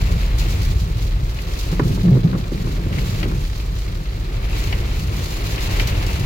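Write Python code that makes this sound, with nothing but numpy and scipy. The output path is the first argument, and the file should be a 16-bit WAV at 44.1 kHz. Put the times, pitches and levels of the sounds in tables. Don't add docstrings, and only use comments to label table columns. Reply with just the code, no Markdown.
import sys
import numpy as np
from scipy import signal
from scipy.fft import rfft, irfft
from scipy.io import wavfile
from scipy.ndimage import uniform_filter1d

SR = 44100
rng = np.random.default_rng(int(sys.argv[2]) if len(sys.argv) > 2 else 0)


def dump(signal):
    limited = np.clip(np.atleast_2d(signal).T, -1, 1)
    pcm = np.round(limited * 32767).astype(np.int16)
    wavfile.write(sys.argv[1], SR, pcm)


N = 275625


def from_db(db):
    return 10 ** (np.asarray(db) / 20)


def rms_one(x):
    return x / np.sqrt(np.mean(x ** 2) + 1e-20)


def in_time(rows):
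    t, values = np.transpose(rows)
    return np.interp(np.arange(N) / SR, t, values)


def at_hz(points, hz):
    known_hz, values = np.transpose(points)
    return np.interp(np.log(hz + 1), np.log(known_hz), values)


def drift(rate_hz):
    hz = np.fft.rfftfreq(N, 1 / SR)
    smoothed = rfft(rng.standard_normal(N)) / (1 + (hz / rate_hz) ** 2)
    return rms_one(irfft(smoothed, N))


def swell(start_s, length_s, attack_s, release_s):
    t = np.arange(N) / SR - start_s
    rise = t / attack_s
    fall = 1 - (t - length_s) / release_s
    return np.clip(np.minimum(rise, fall), 0, 1)


def panned(db):
    return from_db(np.array([[db], [-db]]) / 2)


def add(out, start_s, sound):
    start = int(start_s * SR)
    out[:, start:start + sound.shape[1]] += sound[:, :N - start]


# (f/Hz, likeness 0-1)
EAR_LIKENESS = [(60, .999), (170, 1), (330, 0.92), (650, 0.4), (1300, 0.4), (2200, 0.4), (5000, 0),
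                (15000, 0.02)]
RIGHT_LAG_S = 0.000395


def cabin_noise(spectrum, size=N):
    hz = np.fft.rfftfreq(size, 1 / SR)
    mid, side = np.exp(2j * np.pi * rng.random((2, len(hz))))
    alike = np.clip(at_hz(EAR_LIKENESS, hz), 0, 1)
    ears = np.sqrt(1 + alike) * mid + np.sqrt(1 - alike) * side * [[1], [-1]]
    lag = np.exp(-2j * np.pi * hz * RIGHT_LAG_S * [[0], [1]])
    return rms_one(irfft(ears * lag * from_db(at_hz(spectrum, hz)), size))


def resonate(force, modes):
    out = 0
    for k, (hz, width_hz, db) in enumerate(modes):
        b, a = signal.iirpeak(hz, hz / width_hz, fs=SR)
        sign = (-1) ** k
        out = out + sign * from_db(db) * signal.lfilter(b, a, force)
    return rms_one(out)


def steady(x, span_s):
    power = uniform_filter1d(np.mean(x ** 2, axis=0), max(int(span_s * SR), 1))
    return x / np.sqrt(np.abs(power) + 1e-9)


def impact(spectrum, t60, tail_db, tail_t60=0.17):
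    t = np.arange(SR // 8) / SR
    spot = from_db(-60 * t / t60)
    cabin = from_db(tail_db - 60 * t / tail_t60)
    onset = 1 - np.exp(-t / 0.00037)
    return steady(cabin_noise(spectrum, size=len(t)), span_s=0.0039) * (spot + cabin) * onset


def shower(spectrum, per_s, spread_db, t60, tail_db, count=14):
    at = np.flatnonzero(rng.random(N) < per_s / SR)
    size_db = spread_db * np.minimum(rng.exponential(1, len(at)), 5)
    sizes = from_db(size_db) * rng.choice([-1, 1], len(at))
    spots = rng.integers(0, count, len(at))
    out = 0
    for spot, side_db in enumerate(np.linspace(-5, 5, count)):
        hits = np.bincount(at[spots == spot], sizes[spots == spot], N)
        ring = rms_one(impact(spectrum, t60, tail_db))
        out = out + panned(side_db) * signal.oaconvolve(hits[None], ring, axes=1)[:, :N]
    return rms_one(out)


# (t/s, level/dB)
GALE_STRENGTH = [(0, 3), (0.25, 1), (0.42, 2.5), (0.66, 1.5), (0.83, -4), (1.02, -2), (1.25, -3.5),
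                 (1.66, 1), (2.2, -4.5), (2.8, -1), (3.03, 1.5), (3.4, -3), (4.15, -4.5), (4.58, 3),
                 (5.08, 1), (5.5, 4), (5.8, 6), (6.25, 3.5)]


def gale():
    return in_time(GALE_STRENGTH)


# (t/s, level/dB)
BODY_BUFFETING = [(0, -16.5), (0.72, -15.5), (0.88, -20), (1.2, -17.5), (1.38, -26), (1.54, -21),
                  (1.83, -18.5), (2.32, -25.5), (2.76, -20.5), (3.3, -21), (3.52, -22), (3.72, -20.5),
                  (3.87, -24), (4.36, -22), (4.52, -20), (5.3, -22.5), (5.64, -21), (5.79, -17),
                  (6.25, -20)]
# (f/Hz, width f/Hz, level/dB)
CABIN_BOOM = [(39.5, 17.4, -3), (57.4, 19.5, -4.5), (93, 20, -9.5), (118.6, 27.6, -11), (154.6, 74, -17.5)]
# (f/Hz, level/dB)
ROAR_COLOUR = [(30, 6.5), (110, 4.5), (200, -2.5), (250, -2.5), (340, 1), (450, -3), (600, -7),
               (800, -12.5), (1200, -12), (1800, -16.5), (3000, -25), (8000, -35)]
ROAR_DB, ROAR_FOLLOWS = -32, 0.62


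def wind(gust_db):
    pressure = cabin_noise([(15, -36), (26, -8), (38, 0.0), (170, -1), (300, -24.0), (1000, -45)])
    boom = steady(resonate(pressure, CABIN_BOOM), span_s=0.0917)
    boom_gain = from_db(in_time(BODY_BUFFETING) + 0.88 * drift(2.9))
    roar = cabin_noise(ROAR_COLOUR) * from_db(0.9 * drift(14.0))
    roar_gain = from_db(ROAR_DB + ROAR_FOLLOWS * gust_db)
    return boom_gain * boom + roar_gain * roar


# (f/Hz, level/dB)
ROOF_COLOUR = [(500, -13), (1200, 2), (1650, -4), (2150, 2), (2700, -3), (3300, -4.5), (4000, 0.5),
               (5000, -8.5), (7000, -21.5), (9000, -44), (16000, -31)]


def roof():
    drumming = shower(ROOF_COLOUR, per_s=1500, spread_db=4.5, t60=0.028, tail_db=-26, count=8)
    return drumming * from_db(-43)


# (f/Hz, level/dB)
PATTER_COLOUR = [(250, -1.5), (600, -2), (1050, -3), (1650, -5.5), (2200, 0), (2700, -1), (3400, -8),
                 (4100, -8.5), (5500, -26.5), (7500, -45), (9000, -47), (16000, -48)]


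def patter(density, flurry):
    drops = shower(PATTER_COLOUR, per_s=1600 * density, spread_db=4.0, t60=0.016, tail_db=-6.0)
    return drops * density * from_db(-40.5 + 0.97 * flurry) * panned(3.5)


# (f/Hz, level/dB)
SPRAY_COLOUR = [(1500, -15), (2500, -1.5), (3300, 2), (4100, 5), (5500, 1), (7200, -1), (8500, -10.5),
                (9700, -9), (11200, -6), (13500, -7), (16000, -6.5)]
# (t/s, length t/s, level/dB)
SPRAY_SHEETS = [(0, 0.14, -41.5), (0.334, 0.51, -42), (1.44, .22, -39.5), (1.81, 0.095, -38.5),
                (2.498, 0.15, -42), (2.936, .17, -40), (3.334, .4, -43), (4.547, 0.1, -39.5),
                (4.914, .05, -38), (5.183, .55, -38.5), (5.923, 0.21, -44.5)]
SPRAY_DB, SPRAY_FOLLOWS = -42, 0.4


def spray(gust_db, density, flurry):
    hiss = shower(SPRAY_COLOUR, per_s=4500 * density, spread_db=4.0, t60=0.0062, tail_db=-4)
    ticks = shower(SPRAY_COLOUR, per_s=90 * density, spread_db=2.5, t60=0.022, tail_db=-23, count=6)
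    power = from_db(SPRAY_DB + SPRAY_FOLLOWS * gust_db) ** 2
    for start_s, length_s, db in SPRAY_SHEETS:
        sheet = from_db(db) * swell(start_s, length_s, attack_s=0.045, release_s=0.14)
        power = power + sheet ** 2
    flicker = from_db(1.83 * flurry + 0.82 * drift(4))
    return (hiss + from_db(-6.5) * ticks) * np.sqrt(power) * flicker * panned(-1.8)


def rain(gust_db):
    flurry = drift(23)
    density = from_db(1.2 * gust_db)
    return patter(density, flurry) + spray(gust_db, density, flurry) + roof()


# (t/s, level/dB)
SPRAY_SPLASHES = [(0.384, -29), (0.394, -28), (0.4914, -40), (1.4173, -36), (2.381, -38.5), (3.5763, -42),
                  (3.7853, -37), (5.8722, -25), (6.0637, -30.5), (6.1953, -32)]


def splashes():
    out = np.zeros((2, N))
    for start_s, db in SPRAY_SPLASHES:
        add(out, start_s, from_db(db) * impact(SPRAY_COLOUR, t60=0.07, tail_db=-11))
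    return out


# (t/s, level/dB, left-right level/dB)
HEAVY_DROPS = [(1.387, -29.5, 3), (2.927, -30, 2), (2.984, -26.5, 5), (3.229, -22, 5), (4.7256, -20, 3),
               (5.579, -26, 1), (5.7965, -17, 2), (5.918, -31, -5)]
# (f/Hz, level/dB)
DROP_COLOUR = [(200, -7), (700, -3), (1400, -8), (2200, 3), (3000, -1), (3700, -12), (4400, -8),
               (8000, -33), (16000, -28)]


def heavy_drops():
    out = np.zeros((2, N))
    for start_s, db, side_db in HEAVY_DROPS:
        tap = impact(DROP_COLOUR, t60=0.056, tail_db=-17.5)
        add(out, start_s, from_db(db) * panned(side_db) * tap)
    return out


# (f/Hz, level/dB)
RUB_COLOUR = [(60, -4.5), (150, 0.5), (340, 3), (450, 0.5), (700, -12.5), (1200, -18), (2500, -28),
              (8000, -60)]
# (f/Hz, width f/Hz, level/dB)
WINDSCREEN_MODES = [(118.6, 19.6, 6.5), (178.4, 26.5, 3), (212, 58, -7.5)]


def windscreen_boom():
    return steady(resonate(cabin_noise(RUB_COLOUR), WINDSCREEN_MODES), span_s=0.043)


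# (t/s, length t/s, boom level/dB, rubbing level/dB)
WIPER_STROKES = [(1.723, 0.658, -23.5, -34.5), (2.506, 0.84, -26.5, -38.5)]


def strokes(boom):
    rub = cabin_noise(RUB_COLOUR) * from_db(2.6 * drift(30))
    drag = from_db(2.1 * drift(22))
    out = np.zeros((2, N))
    for start_s, length_s, boom_db, rub_db in WIPER_STROKES:
        stroke = swell(start_s, length_s, attack_s=0.028, release_s=0.11)
        out += stroke * drag * (from_db(boom_db) * boom + from_db(rub_db) * rub)
    return out


# (t/s, length t/s, level/dB, average slip rate f/Hz)
RUBBER_JUDDERS = [(1.715, 0.012, -18.5, 155), (1.805, 0.11, -22.5, 134.4), (2.029, 0.071, -12, 183),
                  (2.106, 0.058, -9, 121.4), (2.236, 0.02, -10, 166), (2.321, 0.028, -17, 175),
                  (3.22, 0.074, -28.5, 250)]
# (f/Hz, width f/Hz, level/dB)
LIP_RASP = [(347, 65, -3), (436, 82, -5), (730, 250, -3.5)]


def judders(boom):
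    rasp = resonate(cabin_noise(RUB_COLOUR), LIP_RASP)
    slip_time = np.cumsum(1 + 0.0512 * drift(50.0)) / SR
    out = np.zeros((2, N))
    for start_s, length_s, db, slip_hz in RUBBER_JUDDERS:
        slip = np.sin(2 * np.pi * slip_hz * slip_time)
        scuff = from_db(-19) * rasp * (1 + 0.6 * slip)
        grab = swell(start_s, length_s, attack_s=0.015, release_s=0.027)
        out += from_db(db) * grab * (1.44 * slip + .22 * boom + scuff)
    return out


# (average f/Hz, level/dB, time to fall 60 dB t/s)
FRAME_RING = [(171.5, -38, 0.062), (246.5, 0.5, 0.073), (319, 3, 0.055), (391.6, 2, 0.07), (458, -8, 0.057),
              (580, -10.5, 0.064)]


def thud():
    t = np.arange(SR // 6) / SR
    out = 0
    for hz, db, t60 in FRAME_RING:
        cycles = hz * rng.normal(1, 0.029) * t + rng.random()
        phase = 2 * np.pi * cycles + rng.normal(0, 0.25, (2, 1))
        out = out + from_db(db - 60 * t / t60) * np.sin(phase)
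    return out * (1 - np.exp(-t / 0.00082))


# (t/s, thud level/dB, click level/dB)
ARM_KNOCKS = [(1.726, -27, -30), (1.7957, -14.5, -15.5), (1.902, -24.5, -45), (1.975, -27, -30),
              (2.081, -27, -30), (2.168, -18.5, -35), (2.331, -29, -26.5), (2.350, -23, -26.5),
              (2.518, -20.5, -36), (2.670, -27.5, -33), (2.862, -23.5, -45), (3.232, -22, -27),
              (3.256, -24, -33), (3.315, -29, -30)]
# (f/Hz, level/dB)
CLICK_COLOUR = [(300, -24), (800, 0), (1150, 4.5), (1550, -4), (2000, -9), (3000, -25), (8000, -40),
                (16000, -50)]


def knocks():
    out = np.zeros((2, N))
    for start_s, thud_db, click_db in ARM_KNOCKS:
        add(out, start_s, from_db(thud_db) * thud())
        add(out, start_s, from_db(click_db) * impact(CLICK_COLOUR, t60=0.041, tail_db=-17.5))
    return out


def wipers():
    boom = windscreen_boom()
    return (strokes(boom) + judders(boom) + knocks()) * panned(-0.69)


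def scene():
    gust_db = gale()
    return wind(gust_db) + rain(gust_db) + splashes() + heavy_drops() + wipers()


def record(dry):
    cut = signal.ellip(12, .2, 90, 16000, fs=SR, output="sos")
    return signal.sosfilt(cut, dry)


dry = scene()
out = record(dry)
dump(out)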